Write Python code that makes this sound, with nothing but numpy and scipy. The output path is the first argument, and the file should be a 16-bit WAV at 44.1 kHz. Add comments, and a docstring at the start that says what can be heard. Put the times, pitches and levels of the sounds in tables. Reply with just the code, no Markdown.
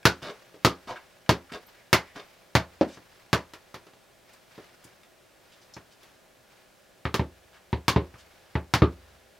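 """A football is juggled on shoe and thigh in a cluttered, carpeted basement, then rolled under the sole
and slapped down into the floor three times. Each blow is a pulse that rings the air in the ball and the
low modes of the room. Between kicks the ball brushes the leg, shoes scuff and clothes rustle.
Underneath, the fan of a nearby machine lays down a soft bed of air and hum."""
import sys
import numpy as np
from scipy import signal
from scipy.fft import rfft, irfft
from scipy.io import wavfile

SR = 44100
rng = np.random.default_rng(int(sys.argv[2]) if len(sys.argv) > 2 else 0)


def store_pcm(level_fs):
    """Save levels as 16-bit WAV."""
    pcm = np.round(np.clip(level_fs, -1, 1) * 32767).astype(np.int16)
    wavfile.write(sys.argv[1], SR, np.atleast_2d(pcm).T)


N = 414099
SIZE = 32768  # samples in a one-shot
T = np.arange(SIZE) / SR
HZ = np.arange(SIZE // 2 + 1) * SR / SIZE


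def undb(db):
    """Decibels to gain."""
    return np.exp(np.asarray(db) * np.log(10) / 20)


def level(x, db):
    """Scale to an rms level."""
    return x * undb(db) / np.sqrt(np.mean(x ** 2))


def curve(points, hz):
    """Join (frequency, value) points on a log-frequency axis."""
    f, value = np.transpose(points)
    return np.interp(np.log(np.maximum(hz, 1)), np.log(f), value)


def causal(points):
    """Minimum-phase response of an EQ curve: nothing sounds before the blow."""
    cepstrum = irfft(np.log(undb(curve(points, HZ))))
    cepstrum[1:SIZE // 2] *= 2
    cepstrum[SIZE // 2 + 1:] = 0
    return np.exp(rfft(cepstrum))


def eq(x, points):
    """Colour a sound by (frequency [Hz], gain [dB]) points."""
    return signal.fftconvolve(x, irfft(causal(points)))[:len(x)]


def cut(x, hz, kind, order=2):
    """Butterworth filter."""
    return signal.sosfilt(signal.butter(order, hz, kind, fs=SR, output="sos"), x)


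def band(x, hz, width_hz):
    """One resonance, gain 1 at its centre."""
    return signal.lfilter(*signal.iirpeak(hz, hz / width_hz, fs=SR), x)


def ring(modes):
    """Impulse response of damped modes, each with its dB as the gain at resonance."""
    hz, db, t60 = np.transpose(modes)[:, :, None]
    damping = np.log(1000) / t60
    envelopes = 2 * damping / SR * undb(db) * np.exp(-damping * T)
    return np.sum(envelopes * np.cos(2 * np.pi * hz * T), axis=0)


def stereo(mid, side):
    """Left and right from mid and side."""
    return np.array([mid + side, mid - side])


def add(out, s, sound):
    """Drop a one-shot into a track at a time."""
    i = int(s * SR)
    out[..., i:i + SIZE] += sound[..., :N - i]


def gesture(s, rise, hold, fall):
    """Envelope of one movement: it builds up, then dies away from `hold` seconds after its start."""
    t = np.arange(N) / SR - s
    return np.clip(t / rise, 0, 1) * np.exp(-np.maximum(t - hold, 0) / fall)


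def friction(length, rise, fall, rough):
    """Uneven grains of a rub, and the envelope of its stroke."""
    grains = rng.standard_normal(SIZE) * np.exp(rough * np.repeat(rng.standard_normal(SIZE // 32), 32))
    return level(grains, 0), gesture(0, rise, length, fall)[:SIZE]


# EQ of the fan's air, and the further EQ of its side channel: (frequency [Hz], gain [dB])
FAN_AIR = [(18, -43.5), (30, -7.5), (86, -10.5), (124, -3.5), (149, -10.5), (184, -8.5), (328, -9.5),
           (355, -3.5), (473, -9.5), (666, -6), (866, -12), (2610, -14.5), (16000, -27.5)]
FAN_WIDTH = [(60, -12.5), (110, -8.5), (200, -1), (380, -2), (700, -3.5), (1290, -4.5), (2380, -8.5),
             (4400, -8), (8120, -6.5), (15000, -4.5)]
# tones of motor and housing: (frequency [Hz], relative level [dB])
HUM_TONES = [(120, -98.5), (180, -78.5), (360, -86.5), (511, -73.5), (574, -75), (630, -76), (665, -81),
             (802, -77), (1437, -79), (1620, -80.5), (1705, -78)]
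# the hum slowly dips and swells: (time [s], gain [dB])
HUM_SWELL = [(0, 4), (5.2, -1.5), (6.5, 1.2), (9.3, 3)]


def machine(air_db=-60.64, hum_trim_db=-1, waver=5):
    """A fan: an even bed of air under the wavering tones of its motor and housing."""
    mid, side = (level(eq(rng.standard_normal(N), FAN_AIR), air_db) for _ in range(2))
    air = stereo(mid, eq(side, FAN_WIDTH))
    t = np.arange(N) / SR
    knots = np.arange(0, t[-1] + 1, 1 / 24)
    hum = 0
    for hz, db in HUM_TONES:
        drift_hz = np.interp(t, knots, waver * rng.standard_normal(len(knots))) * np.sqrt(hz / 500)
        tone = np.sin(2 * np.pi * np.cumsum(hz + drift_hz) / SR)
        hum = hum + level(tone, db + hum_trim_db)
    return air + hum * undb(np.interp(t, *np.transpose(HUM_SWELL)))


# a foot slides or rolls the ball over the carpet: (time [s], length [s], level [dB])
FOOT_SLIDES = [(1.654, 0.091, -61.5), (2.97, 0.27, -62.5), (4.246, 0.1, -60.5), (4.483, 0.18, -59.5),
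               (4.705, 0.21, -62.5), (5.398, 0.35, -64.5), (5.98, 0.06, -60.5), (6.48, 0.047, -61.5),
               (8.238, 0.27, -63.5)]


def rustle(stir_db=-79, swing_db=-40.5, flicker_db=2.0, side_db=-7):
    """Cloth and carpet fibres catch and slip as the body stirs, a leg swings or a foot slides."""
    fibres = [(300, -2.5), (900, 1.5), (1600, 1.5), (2200, 1.0), (3200, -3.5), (5200, -5.5),
              (8000, -17.5), (16000, -19)]
    mid, side = (level(eq(rng.standard_normal(N), fibres), db) for db in (0, side_db))
    catches = level(cut(rng.standard_normal(N), 30.4, "lowpass"), 0)
    # the leg swings back after each kick, louder after a stronger one
    swings = [undb(db + swing_db) * gesture(s, rise=0.17, hold=0.36, fall=0.29) for s, db, *_ in KICKS]
    slides = [undb(db) * gesture(s, rise=0.032, hold=length, fall=0.13) for s, length, db in FOOT_SLIDES]
    motion = np.sqrt(undb(stir_db) ** 2 + sum(move ** 2 for move in swings + slides))
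    return stereo(mid, side) * motion * undb(flicker_db * catches)


# shoe and cloth foley: (time [s], length [s], level [dB], centre [Hz], bandwidth [Hz])
SCUFFS = [(0.029, 0.003, -47, 2030, 3030), (.958, 0.015, -41.5, 1560, 1300), (1.262, .003, -50, 2250, 1800),
          (1.494, 0.011, -48, 1490, 1200), (1.664, 0.0076, -53, 13500, 900), (1.739, 0.067, -62, 2050, 800),
          (2.037, 0.072, -56, 1980, 800), (2.875, 0.078, -54.5, 2190, 4470),
          (2.914, .035, -60.5, 5500, 2400), (4.332, .008, -57, 7000, 11000),
          (4.84, 0.011, -51.5, 7200, 10100), (5.033, 0.0033, -52, 2400, 3000),
          (5.517, 0.028, -58, 3100, 3460), (5.614, .02, -61, 4370, 3500), (5.738, .0071, -45.5, 5200, 2400),
          (5.912, 0.024, -61, 3500, 5000), (7.53, 0.041, -55.5, 1550, 2200),
          (8.18, 0.031, -55.5, 2630, 5400)]


def scuffs():
    """Shoes and clothes scuff and squeak: short strokes of friction through a resonant band."""
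    out = np.zeros(N)
    for s, length, db, hz, width_hz in SCUFFS:
        grains, stroke = friction(length, rise=0.057 * length, fall=0.23 * length, rough=0.17)
        squeak = band(band(grains, hz, width_hz), hz, width_hz)
        add(out, s, stroke * level(squeak, db))
    return out


# reverb time of the basement: (frequency [Hz], t60 [s])
ROOM_DECAY = [(300, 0.19), (1000, 0.2), (3000, 0.16), (6000, 0.16), (14000, 0.13)]


def reverb(burst_db=4, burst_t60=0.11, tail_db=6.0, grain=0.88, low_cut_hz=330, treble_db=-4):
    """Diffuse reflections: a quick grainy burst from the clutter, then the tail of the room."""
    spectrum = rfft(rng.standard_normal(SIZE))
    centres = np.transpose(ROOM_DECAY)[0]
    tail = sum(irfft(spectrum * curve(np.c_[centres, share], HZ)) * undb(-60 * T / t60)
               for share, (_, t60) in zip(np.eye(len(centres)), ROOM_DECAY))
    burst = rng.standard_normal(SIZE) * np.exp(grain * rng.uniform(-0.77, 1.97, SIZE))
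    burst *= undb(-60 * T / burst_t60)
    wet = undb(burst_db) * burst / np.linalg.norm(burst) + undb(tail_db) * tail / np.linalg.norm(tail)
    absorbed = (1 - undb(treble_db)) * cut(wet, 3000, "highpass", order=1)  # by carpet and cloth
    return cut(wet - absorbed, low_cut_hz, "highpass")


# EQ of the reverb's side channel: (frequency [Hz], gain [dB])
ROOM_WIDTH = [(100, -9), (500, -18), (1200, -13.5), (2800, -11.5), (5500, -8.5), (9000, 0), (14000, -6.5)]


def in_room(mono, send_db=-6, trim_db=-3):
    """The basement's reflections spread a mono sound into stereo."""
    mid, side = (undb(send_db) * signal.fftconvolve(mono, reverb())[:N] for _ in range(2))
    return undb(trim_db) * (mono + stereo(mid, eq(side, ROOM_WIDTH)))


# a quick second pulse from the air inside the ball, then slap off the nearest surfaces: (delay [ms], gain
# [linear])
EARLY_ECHOES = [(.7, -0.16), (2.8, -0.57), (5.0, -0.36), (7.2, -0.28), (11.7, -0.39), (17, -0.14),
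                (19, 0.45), (48, 0.053)]


def early_paths(direct):
    """A blow arrives straight, echoes once inside the ball, then comes off the nearest surfaces."""
    paths = np.zeros(SIZE)
    for ms, gain in EARLY_ECHOES:
        paths[int(ms * SR / 1000)] += gain
    paths = cut(paths, 446, "highpass", order=1)  # small surfaces return no bass
    paths[0] += direct
    crack = cut(signal.unit_impulse(SIZE), 2500, "highpass", order=1)  # mostly takes the straight path
    return paths + .8 * crack


# ping of the air in the ball, and boom of the basement: (frequency [Hz], gain [dB], t60 [s])
BALL_MODES = [(865, 16.5, 0.16), (936, 12.5, 0.07), (1021, 4, 0.06), (1132, 4.5, .19), (1152, 13, 0.152),
              (1228, 14.5, 0.1), (1345, 2.5, 0.138), (1475, 1, 0.072), (1810, 15, 0.042), (2163, 2, 0.209),
              (2165, 12.5, 0.1), (2600, -8, 0.19), (3805, 4, 0.1), (4455, 15, .16), (4460, -2.5, 0.13),
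              (5070, 6.5, .16), (5500, 3.5, 0.158)]
ROOM_MODES = [(63, 5.5, 1), (76.8, 19, 0.19), (85.9, -0.5, 1), (111.8, 12.5, 0.12), (130, 5, 0.15),
              (164.9, 6.5, 0.18), (180.8, 9, .22), (216.5, -1, .2), (269, 5.5, 0.27), (307.6, 11, 0.13),
              (346.5, 6.5, 0.28), (375.4, 10.5, 0.17), (420, 7.5, 0.21), (549, 7.5, 0.28), (647, 6.5, 0.23)]
# borders of the thump, knock, slap, crack and tick registers: (frequency [Hz])
REGISTER_EDGES = [50, 220, 700, 2200, 7000, 16000]


def blows(hits, contact, balance_db, body, trim_db, ball_db, low_cut_hz, direct=0.32, dent_t60=0.0182):
    """Each contact rings the dented skin, the ball and the room; a harder one tilts towards the treble."""
    out = np.zeros((2, N))
    clear = early_paths(direct) + body + undb(ball_db) * ring(BALL_MODES)
    push = rfft(cut(irfft(causal(contact)), low_cut_hz, "highpass", order=3))
    edges = np.array(REGISTER_EDGES)
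    centres = np.sqrt(edges[:-1] * edges[1:])
    bins = np.searchsorted(HZ, edges)
    octaves = np.log2(centres / np.median(centres))
    width = causal(ROOM_WIDTH)
    for s, db, hardness, knock_db, *dent in hits:
        register_db = db + np.array(balance_db) + hardness * octaves
        register_db[1] += knock_db  # fuller or leaner low mids
        pulse = push * (1.3 + rfft(ring([(*dent, dent_t60)]))) if dent else push
        mid = rfft(clear + reverb()) * pulse
        side = rfft(reverb()) * pulse * width
        eq_db = np.zeros(len(centres))
        for _ in range(3):  # EQ each register to its level, as energy per 50 ms
            power = abs(mid * undb(curve(np.c_[centres, eq_db], HZ))) ** 2
            energy = np.add.reduceat(power, bins)[:-1] * 2 / SIZE / (.05 * SR)
            eq_db += register_db - 10 * np.log10(energy)
        tone = causal(np.c_[centres, eq_db]) * undb(trim_db)
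        add(out, s, irfft(stereo(mid, side) * tone))
    return out


# shoe on ball: (time [s], level [dB], hardness [dB/octave], knock [dB], dent [Hz], dent gain [dB])
KICKS = [(0.0539, -19, 0.14, .3, 1480, 9), (0.6483, -21, -0.07, 2.5, 1240, 11),
         (1.2924, -22.5, -.9, 2, 910, -9), (1.9297, -20, 0.85, 2, 2060, 3),
         (2.5524, -22.5, -1.02, -.5, 640, 2), (3.3303, -24.5, -0.63, 0.5, 940, -15),
         (7.1425, -30.5, 0.3, 3.5, 1180, 1), (7.8816, -24, .5, -1.5, 1080, 8),
         (8.7381, -24, -0.36, -3.5, 750, 2)]
# colour of a shoe's contact: (frequency [Hz], gain [dB])
SHOE_EQ = [(60, -17.5), (120, -0.5), (250, 1), (520, 1.5), (780, 1), (1000, 5.5), (1600, 4), (2100, 0.5),
           (4500, -5), (6300, -13.5), (8500, -25.5), (12500, -26), (16000, -33.5)]
# voicing of a kick: (thump [dB], knock [dB], slap [dB], crack [dB], tick [dB])
KICK_VOICING = (-2.5, -3.5, 0, -3, -16)


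def kicks(boom):
    """The shoe dents the ball: a bright slap, then the ping of the air inside."""
    return blows(KICKS, SHOE_EQ, KICK_VOICING, boom, trim_db=-0.5, ball_db=-2.5, low_cut_hz=65)


# ball along the leg: (time [s], length [s], rub [dB], hollow [dB], glide start [Hz], glide end [Hz])
LEG_BRUSHES = [(0.219, .086, -39, -42.5, 1022, 510), (0.872, 0.058, -39.5, -33.5, 1179, 470.6),
               (1.519, 0.0425, -37, -41.5, 860, 456), (2.153, 0.05, -44, -60, 767, 405)]


def brushes(flutter_hz=220):
    """The ball bumps and rubs the leg while the hollow between them sinks in pitch."""
    rub_eq = [(60, -27), (200, 4), (500, 1.5), (1000, -2.5), (2000, -4.5), (4500, -10), (6500, -20),
              (9000, -31.5), (16000, -39)]
    out = np.zeros(N)
    for s, length, rub_db, hollow_db, start_hz, end_hz in LEG_BRUSHES:
        grains, stroke = friction(length, rise=0.002, fall=0.0053, rough=0.66)
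        rub = level(eq(grains, rub_eq), rub_db)
        bump = level(band(grains, hz=150, width_hz=160), rub_db - 1.5) * np.exp(-T / 0.025)
        glide_hz = start_hz * (end_hz / start_hz) ** np.minimum(T / length, 1)
        flutter = cut(rng.standard_normal((2, SIZE)), flutter_hz, "lowpass")
        hollow = np.real((flutter[0] + 1j * flutter[1]) * np.exp(2j * np.pi * np.cumsum(glide_hz) / SR))
        # the hollow opens as the ball leaves
        swell = gesture(0, rise=length / 2, hold=length, fall=0.0031)[:SIZE]
        add(out, s, bump + stroke * (rub + level(hollow, hollow_db) * swell))
    return out


# footfalls: (time [s], level [dB], hardness [dB/octave], knock [dB])
STEPS = [(.543, -61, 1, 6.5), (2.972, -56, -0.5, -3.5), (3.868, -60, 1.5, 1), (3.935, -63, 0.5, -5),
         (4.579, -54.5, -0.9, 2), (4.85, -66.5, -3, -1.5), (8.14, -55, -1.3, -13.5)]
# voicing of a step: (thump [dB], knock [dB], slap [dB], crack [dB], tick [dB])
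STEP_VOICING = (-3, 4.5, -0.5, -6.5, -22)


def steps(boom):
    """A sole is set down with a soft knock."""
    return blows(STEPS, SHOE_EQ, STEP_VOICING, boom,
                 trim_db=-0.5, ball_db=-26.5, low_cut_hz=55, direct=.2)


# ball on thigh: (time [s], level [dB], hardness [dB/octave], knock [dB], dent [Hz], dent gain [dB])
THIGH_HITS = [(2.8112, -31.5, 0.5, 0.5, 547, 5)]
# colour of a contact with flesh: (frequency [Hz], gain [dB])
FLESH_EQ = [(60, -33), (140, -26), (220, -7), (550, -21), (850, -25), (1200, -35), (2400, -25),
            (4600, -16.5), (8000, -34), (16000, -51)]
# the hollow between ball and thigh: (frequency [Hz], gain [dB], t60 [s])
THIGH_MODES = [(322, 17.5, 0.13), (530, 4, 0.04), (740, 7.5, 0.041)]
# voicing of the thigh: (thump [dB], knock [dB], slap [dB], crack [dB], tick [dB])
THIGH_VOICING = (0, 9, -2.5, -15, -34.5)


def thigh(boom):
    """The ball lands on the thigh and rings the hollow between them: a round knock, hardly any ping."""
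    body = undb(-1.0) * boom + ring(THIGH_MODES)
    return blows(THIGH_HITS, FLESH_EQ, THIGH_VOICING, body, trim_db=2.5, ball_db=-27, low_cut_hz=62)


# light touches on the ball, and a shoe scuff at 6.03 s: (time [s], level [dB], hardness [dB/octave], knock
# [dB])
TAPS = [(3.536, -48, 1.5, 2.5), (3.743, -43.5, .2, 0.5), (5.766, -47, -1.5, -1), (6.032, -62, 4, 8)]
# voicing of a tap: (thump [dB], knock [dB], slap [dB], crack [dB], tick [dB])
TAP_VOICING = (-5.5, -2.5, 0, -4.5, -17)


def taps(boom):
    """The foot taps the ball too lightly to dent it; the last is a scuff of the shoe."""
    return blows(TAPS, SHOE_EQ, TAP_VOICING, boom, trim_db=-2.5, ball_db=-10, low_cut_hz=50, direct=.2)


# ball on carpet: (time [s], level [dB], hardness [dB/octave], knock [dB], dent [Hz], dent gain [dB])
BOUNCES = [(7.0535, -31, 1.7, -3.4, 1300, 4), (7.195, -31.5, 0, -1, 880, -4),
           (7.7292, -31.5, 0.25, -1, 940, 6), (7.9617, -27, -0.05, 1, 1010, 10),
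           (8.5541, -31.5, 0.16, -2.5, 860, 0), (8.8205, -24, -0.35, 3, 1225, 24)]
# colour of a contact with carpet: (frequency [Hz], gain [dB])
CARPET_EQ = [(60, 11), (120, 13.5), (350, -6), (560, -10.5), (760, -13), (1050, -10), (1500, -13),
             (2300, -20.5), (4000, -36), (6000, -50.5), (9000, -61), (16000, -66)]
# voicing of a bounce: (thump [dB], knock [dB], slap [dB], crack [dB], tick [dB])
BOUNCE_VOICING = (9, 4, -0.5, -10, -38)


def bounces(boom):
    """The ball hits the carpet: a dark, heavy thump that rings the air inside."""
    return blows(BOUNCES, CARPET_EQ, BOUNCE_VOICING, boom, trim_db=-3, ball_db=0.5, low_cut_hz=61.5)


def scene():
    """Ball hits up front, footwork foley behind them, the machine as the bed."""
    boom = ring(ROOM_MODES)
    hits = kicks(boom) + bounces(boom) + thigh(boom) + taps(boom)
    foley = steps(boom) + in_room(brushes() + scuffs()) + rustle()
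    return hits + foley + machine()


def record(dry, top_hz=15850):
    """Master chain: a hard clip at full scale, then a steep high cut."""
    high_cut = signal.ellip(8, .2, 70, top_hz, fs=SR, output="sos")
    return signal.sosfilt(high_cut, np.clip(dry, -1, 1))


dry = scene()
out = record(dry)
store_pcm(out)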